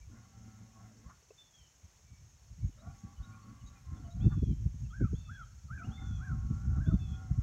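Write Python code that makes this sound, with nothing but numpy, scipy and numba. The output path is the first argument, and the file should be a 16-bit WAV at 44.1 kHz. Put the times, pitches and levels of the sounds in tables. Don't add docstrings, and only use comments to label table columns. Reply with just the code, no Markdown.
import sys
import numpy as np
from scipy import signal
from scipy.fft import rfft, irfft
from scipy.io import wavfile
from scipy.ndimage import uniform_filter1d
from numba import njit

SR = 44100
rng = np.random.default_rng(int(sys.argv[2]) if len(sys.argv) > 2 else 0)


def dump_mix(stems):
    frames = np.atleast_2d(stems).T
    limited = np.clip(frames, -1, 1)
    pcm = np.round(limited * 32767).astype(np.int16)
    wavfile.write(sys.argv[1], SR, pcm)


N = 327222
T = np.arange(N) / SR


def undb(db):
    return 10 ** (np.asarray(db) / 20)


def unit(x):
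    return x / np.sqrt(np.mean(x ** 2))


def steady(x, seconds):
    window = np.hanning(int(seconds * SR) | 1)
    return x / np.sqrt(signal.fftconvolve(x ** 2, window / window.sum(), "same") + 1e-12)


def curves(rows):
    times, *columns = np.transpose(rows)
    return [np.interp(T, times, column) for column in columns]


def gate(start, end, edge):
    return np.clip(np.minimum(T - start, end - T) / edge + .5, 0, 1)


def hump(t, half):
    return np.exp(-np.minimum(((T - t) / half) ** 2 / 2, 50))


def swells(rows):
    return sum(undb(db) * hump(t, half) for t, half, db in rows)


def walk(per_s):
    hold = int(SR / per_s)
    steps = rng.standard_normal(8192)[:N // hold + 1]
    return 1.3 * uniform_filter1d(np.repeat(steps, hold), hold)[:N]


def noise(spectrum):
    hz, db = np.transpose(spectrum)
    bin_hz = np.maximum(np.arange(N // 2 + 1) * SR / N, 1)
    gain = undb(np.interp(np.log(bin_hz), np.log(hz), db, -90, -90))
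    return unit(irfft(rfft(rng.standard_normal(N)) * gain, N))


def harmonics(hz, partials):
    phase = 2 * np.pi * np.cumsum(hz) / SR
    return np.sqrt(2) * sum(undb(db) * np.sin(k * phase) for k, db in partials)


def resonate(x, modes):
    out = 0
    for hz, width, db in modes:
        b, a = signal.iirpeak(hz, hz / width, fs=SR)
        out = out + undb(db) * signal.lfilter(b, a, signal.lfilter(b, a, x))
    return out


@njit
def sweep(x, hz, damping):
    out, band_state, low_state = np.empty((2, len(x))), 0., 0.
    for i in range(len(x)):
        g = np.tan(np.pi * hz[i] / SR)
        band = (band_state + g * (x[i] - low_state)) / (1 + g * (g + damping))
        out[0, i], out[1, i] = low_state + g * band, damping * band
        band_state, low_state = 2 * band - band_state, low_state + 2 * g * band
    return out


def formant(x, hz, damping):
    band = sweep(x, hz, damping)[1]
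    return steady(sweep(band, hz, damping)[1], 0.12)


def hillside(x, wet_db, t60):
    t = T[:SR]
    tail = rng.standard_normal(SR) * (1 - np.exp(-t / 0.17)) * np.exp(-np.log(1000) * t / t60)
    return x + undb(wet_db) * signal.fftconvolve(x, tail / np.linalg.norm(tail))[:N]


# f/Hz, relative level/dB
AIR_SPECTRUM = [(30, -12), (120, 2), (250, -8.5), (450, -11), (900, -10.5), (1500, -13), (2300, -13.5),
                (4000, -17), (8500, -22), (10400, -27.5), (11500, -26), (16000, -28)]


def air():
    return noise(AIR_SPECTRUM) * undb(-71 + 0.45 * walk(13))


# f/Hz, relative level/dB
CHORUS_SPECTRUM = [(4700, -44), (5050, -10.5), (5350, -2.5), (5900, -3.5), (6300, 0), (6550, -0.5),
                   (6900, -5.5), (7250, -3.5), (7500, -13), (7950, -12.5), (8400, -34)]


def insect_chorus():
    return noise(CHORUS_SPECTRUM) * undb(-71 + 0.65 * walk(0.4) + 0.73 * walk(45))


# t/s, half length/s, level/dB
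CRICKET_ZIPS = [(2.3, .03, -75), (2.66, .035, -71), (3.0, 0.032, -70), (3.68, 0.021, -69),
                (4.12, 0.035, -74), (4.81, 0.026, -72), (5.17, 0.038, -71)]


def cricket():
    strokes = np.cumsum(22 * (1 + 0.11 * walk(8.8))) / SR
    band = unit(resonate(rng.standard_normal(N), [(6586, 320, 0)]))
    trill = np.sin(np.pi * strokes) ** 2 * undb(-77 + 1.76 * walk(2.8))
    return band * (trill + swells(CRICKET_ZIPS))


# t/s, level/dB
TICK_SPELLS = [(0, -86), (1.5, -82), (2.9, -84), (3.25, -81), (3.7, -80), (4.2, -83), (7.4, -84.5)]


def ticking_insect():
    stroke = np.cumsum(19 * (1 + .14 * walk(8.3))) / SR % 1
    note = harmonics(4560 - 260 * stroke + 50 * walk(300), [(1, 0.018)])
    spell_db, = curves(TICK_SPELLS)
    return note * np.sin(np.pi * stroke) ** 4 * undb(spell_db + 5.3 * np.tanh(walk(20)))


# t/s, level/dB
WIND_LEVELS = [(0, -59), (1.0, -65.5), (1.45, -71.5), (1.85, -71), (2.15, -55), (2.42, -63.5),
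               (2.65, -40.5), (2.85, -58), (3.85, -56), (4.25, -38.5), (4.52, -40.5), (4.78, -44.5),
               (5.08, -39), (5.55, -49), (6.15, -43), (6.92, -33.5), (7.22, -47), (7.42, -34)]
# t/s, half length/s, level/dB, reach f/Hz
WIND_EDDIES = [(0.003, 0.02, -48.5, 82), (1.061, 0.0047, -39.5, 98), (1.847, 0.011, -50, 95),
               (2.129, 0.01, -49.5, 124), (2.64, 0.0047, -26.5, 150), (2.695, 0.0063, -47.5, 330),
               (2.887, 0.015, -41, 107), (3.046, 0.0067, -40.5, 200), (3.203, 0.013, -36.5, 85),
               (3.643, 0.017, -44.5, 119), (3.928, 0.0079, -34.5, 164.4), (4.168, 0.019, -36.5, 120),
               (4.266, 0.012, -18.5, 249), (4.325, 0.0095, -30.5, 211.5), (4.383, 0.011, -27.5, 148.5),
               (4.431, 0.0063, -18.5, 274), (4.498, 0.023, -27.5, 230), (4.524, 0.0074, -26.5, 172),
               (4.664, 0.0059, -23.5, 165), (4.836, 0.013, -39, 121), (5.019, 0.0097, -26, 473),
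               (5.045, .0081, -22.5, 223), (5.137, 0.0065, -25.5, 262), (5.889, 0.012, -34.5, 188.7),
               (6.122, 0.075, -35.5, 133), (6.322, 0.024, -31.5, 177), (6.38, 0.013, -32.5, 140),
               (6.515, 0.0088, -28, 234.2), (6.727, 0.014, -31, 143), (6.816, 0.0088, -31, 152),
               (6.885, 0.0093, -23, 243.5), (6.941, .014, -21, 206), (7.123, 0.015, -34, 118),
               (7.315, 0.0058, -23.5, 159), (7.388, 0.0076, -23, 131)]


def wind():
    breeze_db, = curves(WIND_LEVELS)
    breeze = undb(breeze_db + 4.5 * walk(per_s=30))
    power = breeze ** 2
    weighted_hz = power * 135 * (breeze / undb(-32)) ** 0.093
    for t, half, db, hz in WIND_EDDIES:
        eddy_power = swells([(t, half, db)]) ** 2
        power += eddy_power
        weighted_hz += eddy_power * hz
    corner_hz = np.clip(weighted_hz / power, 60, 600)
    flow = noise([(18, -32.5), (30, -26.5), (45, -1.5), (75, 1.5), (140, -1), (250, -7.5),
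                  (340, -10), (500, -20), (1200, -38.5), (4000, -36.5)])
    flow = sweep(flow, corner_hz, damping=1.42)[0]
    flow = sweep(flow, 1.51 * corner_hz, damping=1.74)[0]
    puffs = steady(flow, 0.036) * np.sqrt(power)
    return signal.sosfilt(signal.butter(4, 35, "high", fs=SR, output="sos"), puffs)


# t/s, peak level/dB
TAPS = [(1.223, -61), (1.304, -45.5), (1.988, -66)]
# f/Hz, relative level/dB, t60/s
TAP_MODES = [(441, 5, 0.029), (503, -6, 0.044), (644, -3, 0.022), (1075, -12, 0.023), (2630, -6.5, 0.02)]


def knocks():
    t = T[:SR // 8]
    ring = sum(undb(db) * np.sin(2 * np.pi * hz * t) * np.exp(-np.log(1000) * t / t60)
               for hz, db, t60 in TAP_MODES)
    ring *= np.sin(np.pi / 2 * np.clip(t / 0.0095, 0, 1)) ** 2
    blows = np.zeros(N)
    for start, db in TAPS:
        blows[int(start * SR)] = undb(db)
    return signal.fftconvolve(blows, ring / np.abs(ring).max())[:N]


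# t/s from its start, length/s, first f/Hz, last f/Hz, relative level/dB
PHRASE_NOTES = [(0, 0.038, 3030, 2930, -3.5), (0.062, 0.041, 3730, 3940, 3.5), (0.15, .058, 2310, 2500, -2)]
# t/s, level/dB
PHRASE_STARTS = [(2.72, -76), (3.161, -71), (3.595, -71), (4.038, -73)]
# t/s, length/s, first f/Hz, last f/Hz, level/dB
SINGLE_NOTES = [(.003, 0.048, 2340, 2260, -73.5), (2.023, 0.22, 2320, 2280, -79.5),
                (2.601, 0.076, 2186, 2240, -78.5), (3.946, 0.053, 3657, 3275, -78),
                (4.839, 0.043, 2880, 2360, -73.5), (4.894, 0.037, 2940, 3600, -70.5),
                (4.99, 0.1, 2005, 2600, -72.5), (5.776, .035, 2480, 2310, -63.5),
                (5.825, 0.048, 2410, 3006, -64.5), (5.971, .034, 2240, 1951, -60.5),
                (6.217, .07, 2233, 2476, -76)]


def songbird():
    song, quaver = np.zeros(N), 1 + 0.019 * walk(260)
    phrases = [(t + after, length, first_hz, last_hz, db + note_db)
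               for t, db in PHRASE_STARTS for after, length, first_hz, last_hz, note_db in PHRASE_NOTES]
    for t, length, first_hz, last_hz, db in phrases + SINGLE_NOTES:
        n, i = int(length * SR), int(t * SR)
        glide_hz = np.linspace(first_hz, last_hz, n) * quaver[i:i + n]
        song[i:i + n] += harmonics(glide_hz, [(1, db)]) * signal.windows.tukey(n, .7)
    return hillside(song * undb(0.49 * walk(150)), wet_db=-10, t60=0.23)


# t/s along the arch, fourth harmonic f/Hz
JAY_ARCH = [(0, 3173), (0.021, 3500), (.055, 3548), (0.104, 3546), (0.199, 3410), (.3, 3304), (.39, 3023)]
# t/s, length/s, level/dB, middle of the fade t/s from the start, fade depth/dB,
# arch skipped/s, arch stretch/ratio, neighbour harmonics level/dB, high harmonics level/dB
JAY_SCREAMS = [(1.381, 0.3, -68, 0.12, 25, 0.075, 0.84, -13, 5.5),
               (4.207, 0.35, -68.5, 0.2, 11, 0.0012, 0.91, -1, -1),
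               (5.149, 0.31, -73, 0.16, -0.5, 0.00058, .85, 0, -8),
               (5.915, .3, -66, 0.19, 1.5, 0.0014, 1.02, -8, 6),
               (6.857, 0.328, -69.5, 0.047, 5, 0.0099, 1.16, -5.5, -18)]
# number, relative level/dB
JAY_NEIGHBOURS = [(3, -9.5), (5, -10.5)]
JAY_HIGHS = [(7, -13), (8, -18)]


def jay():
    arch_s, arch_hz = np.transpose(JAY_ARCH)
    sag_db_per_s, fade_half_s, release_s = 3, 0.023, 0.037
    fourth_hz, envelope, neighbours, highs = np.zeros((4, N))
    for start, length, db, fade_s, fade_db, skip, stretch, neighbour_db, high_db in JAY_SCREAMS:
        age, on = T - start, gate(start, start + length, 0.011)
        rasp = np.clip(age / length, 0, 1) ** 3
        jitter = 1 + (0.0033 + 0.0196 * rasp) * walk(300)
        fourth_hz += np.interp(age + skip, stretch * arch_s, arch_hz) * (on > 0) * jitter
        release = np.clip((length - age) / release_s, .3, 1)
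        loss_db = sag_db_per_s * np.clip(age, 0, length) + fade_db * hump(start + fade_s, fade_half_s)
        flicker_db = (1 + 1.5 * rasp) * walk(130) + 3.1 * walk(45)
        envelope += undb(db - loss_db + flicker_db) * on * release
        neighbours += undb(neighbour_db) * on * np.clip(.4 + age / 0.13, 0, 1)
        highs += undb(high_db) * on * np.clip(age / 0.15, 0, 1)
    voice = harmonics(fourth_hz, [(1, 0.0049)])
    for gain, partials in (neighbours, JAY_NEIGHBOURS), (highs, JAY_HIGHS):
        for partial in partials:
            voice += gain * harmonics(fourth_hz / 4, [partial]) * undb(4.14 * walk(24))
    return hillside(voice * envelope, wet_db=-8, t60=0.2)


# t/s from its start, second harmonic f/Hz, relative level/dB
CAW_SHAPE = [(-.02, 1330, -21), (0, 1206, -11), (.008, 1323, 0), (.025, 1535, -0.5), (0.048, 1636, -5.5),
             (.075, 1611, -4), (.1, 1486, -1.5), (.125, 1336, 0.5), (0.141, 1296, -6.5), (.152, 1181, -19)]
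# t/s, time stretch/ratio, level/dB
CROW_CAWS = [(4.921, 1.08, -53.5), (5.288, 1.045, -52.5), (5.702, 1, -49.5), (6.202, .97, -52.5),
             (6.787, 1.02, -56)]
# harmonic number, relative level/dB
CROW_PARTIALS = [(1, -29.5), (2, -0.5), (3, -28)]


def crow():
    shape_s, shape_hz, shape_db = np.transpose(CAW_SHAPE)
    second_hz, envelope = np.zeros((2, N))
    for start, stretch, db in CROW_CAWS:
        age = (T - start) / stretch
        rattle = np.sin(2 * np.pi * 47 * age + walk(40)) * np.clip(age / 0.067, 0, 1)
        second_hz += np.interp(age, shape_s, shape_hz, 0, 0) * (1 + .03 * rattle)
        envelope += np.interp(age, shape_s, undb(shape_db + db), 0, 0) * undb(-1.8 * rattle)
    voice = harmonics(second_hz / 2 * (1 + 0.017 * walk(400)), CROW_PARTIALS)
    return hillside(voice * envelope * undb(2 * walk(160)), wet_db=-15.5, t60=0.5)


def vocal_folds(hz, rough):
    wobble = 1 + (.003 + .028 * rough) * walk(70) + .005 * walk(11)
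    cycles = np.cumsum(hz * wobble) / SR
    pulses = unit(np.diff(np.floor(cycles), prepend=0) * undb(7.5 * rough * walk(120)))
    rasp = unit(np.exp(-(cycles % 1) / 0.66) * rng.standard_normal(N))
    return pulses, rasp


# t/s, half length/s, muzzle level/dB, chest level/dB
BELLOW_PUSHES = [(0.21, 0.059, -79, -66), (0.416, 0.04, -82, -56.5), (0.615, 0.039, -108, -59),
                 (0.859, 0.013, -93, -84), (2.908, 0.041, -74, -61), (3.29, 0.078, -75.5, -72.5),
                 (3.503, 0.029, -78, -56.5), (3.78, 0.048, -80, -99), (3.988, 0.037, -75, -57),
                 (4.217, 0.068, -78, -56), (5.87, 0.031, -68, -47.5), (6.11, 0.081, -66.5, -64),
                 (6.68, 0.11, -66, -55.5), (7.143, 0.048, -73, -75)]
# t/s, half length/s, level/dB
END_YELPS = [(1.11, 0.015, -59), (4.333, 0.016, -54)]
# f/Hz, width/Hz, relative level/dB
MUZZLE_RESONANCES = [(1580, 190, 8.5), (2048, 140, 8.5), (2380, 120, -6)]
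CHEST_RESONANCES = [(105.7, 37, 10.5), (225.7, 64, -3), (381, 280, -19)]
YELP_RESONANCES = [(790, 77, -0.5), (1160, 135, 6), (1425, 50, 6.5), (1636, 310, -5.5)]


def bellow(start, end, muzzle_db, chest_db, closing_s, closing_hz, pitch, levels):
    hz, = curves(pitch)
    mouth_db, throat_db = curves(levels)
    settle_s, tire_s, opening_s = .22, 0.6, .15
    rough = np.interp(T, [start, start + settle_s, end - tire_s, end], [.9, .1, .1, .5])
    opening = np.clip(1 - (T - start) / opening_s, 0, 1)
    throat_hz = 747 - 206 * opening - closing_hz * hump(closing_s, 0.059)
    muzzle_hz = 1359 + 45 * sum(hump(t, half) for t, half, _, _ in BELLOW_PUSHES)
    muzzle_pushes = swells((t, half, db) for t, half, db, _ in BELLOW_PUSHES)
    chest_pushes = swells((t, half, db) for t, half, _, db in BELLOW_PUSHES)
    muzzle_gain = undb(muzzle_db + 4.4 * np.tanh(walk(15))) + muzzle_pushes
    chest_gain = undb(chest_db + 2.6 * np.tanh(walk(11))) + chest_pushes
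    pulses, rasp = vocal_folds(hz, rough)
    source = pulses + (0.26 + 0.67 * rough) * rasp
    throat = formant(source, throat_hz + 20 * walk(5.1), damping=0.089) * undb(throat_db)
    mouth = formant(source, 1114 + 18 * walk(8), damping=0.064) * undb(mouth_db)
    muzzle = formant(source, muzzle_hz + 20 * walk(9.1), damping=0.097) * muzzle_gain
    overtones = steady(resonate(source, MUZZLE_RESONANCES), 0.18) * undb(-81 + 3.7 * np.tanh(walk(12)))
    rumble = source + 0.74 * rasp
    groan = undb(-3) * formant(rumble, 213 + 45.3 * np.tanh(walk(11)), damping=0.33)
    chest = (steady(resonate(rumble, CHEST_RESONANCES), 0.15) + groan) * chest_gain
    yelp = steady(resonate(pulses + 2.5 * rasp, YELP_RESONANCES), .018) * swells(END_YELPS)
    voice = (throat + mouth + muzzle + overtones + chest) * undb(2.3 * walk(20))
    return gate(start, end, .04) * (voice + yelp)


# start t/s, end t/s, muzzle level/dB, chest level/dB, jaw closing t/s, throat resonance dip/Hz
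BULL_BELLOWS = [(0.087, 1.135, -78, -63.5, 1.01, 343.3), (2.759, 4.35, -78.5, -66.5, 4.11, 123),
                (5.756, 7.8, -73, -63, 6.9, 122.3)]
# t/s, f/Hz
BULL_PITCH = [
    [(.08, 110.8), (.2, 117.9), (.32, 112.8), (.42, 110.2), (.6, 110), (.8, 110.1), (.92, 105.8),
     (1.12, 126.9)],
    [(2.76, 105.1), (2.88, 110.9), (3.17, 115.2), (3.26, 109.9), (3.4, 107.4), (3.53, 114.2), (3.73, 115.5),
     (3.85, 107.6), (4.0, 104.5), (4.12, 96.44), (4.33, 122.2)],
    [(5.8, 103.2), (5.96, 108.9), (6.08, 110.6), (6.24, 106.5), (6.42, 109.5), (6.52, 110.6), (6.72, 113.4),
     (6.93, 105.6), (7.03, 109.7), (7.42, 106.6)],
]
# t/s, mouth level/dB, throat level/dB
BULL_LEVELS = [
    [(0.08, -80, -90), (0.202, -76, -81), (0.258, -71, -70), (0.294, -76, -100), (0.34, -82, -70),
     (0.578, -85, -79.5), (0.78, -70.5, -73), (0.962, -91, -75.5), (1.08, -67, -77)],
    [(2.75, -90, -74), (2.89, -66.5, -63.5), (3.002, -73.5, -74.5), (3.5, -66.5, -79.5),
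     (3.718, -73.5, -89), (3.796, -78, -74), (3.894, -66.5, -82), (4.096, -77, -64.5), (4.29, -77, -71)],
    [(5.77, -90, -77), (5.818, -74, -60.5), (6.194, -73, -73.5), (6.324, -67, -68), (6.536, -70, -77.5),
     (6.916, -70, -61.5), (7.086, -72, -71), (7.304, -77, -67.5), (7.39, -69.5, -75)],
]


def bull():
    voice = sum(bellow(*row, pitch, levels)
                for row, pitch, levels in zip(BULL_BELLOWS, BULL_PITCH, BULL_LEVELS))
    return hillside(voice, wet_db=-10, t60=0.17)


def scene():
    pasture = air() + bull() + crow() + jay() + songbird() + insect_chorus() + cricket() + ticking_insect()
    return (pasture + wind() + knocks())[None]


def record(dry):
    top_hz = 15740
    return signal.sosfilt(signal.ellip(10, .1, 70, top_hz, fs=SR, output="sos"), dry)


dry = scene()
out = record(dry)
dump_mix(out)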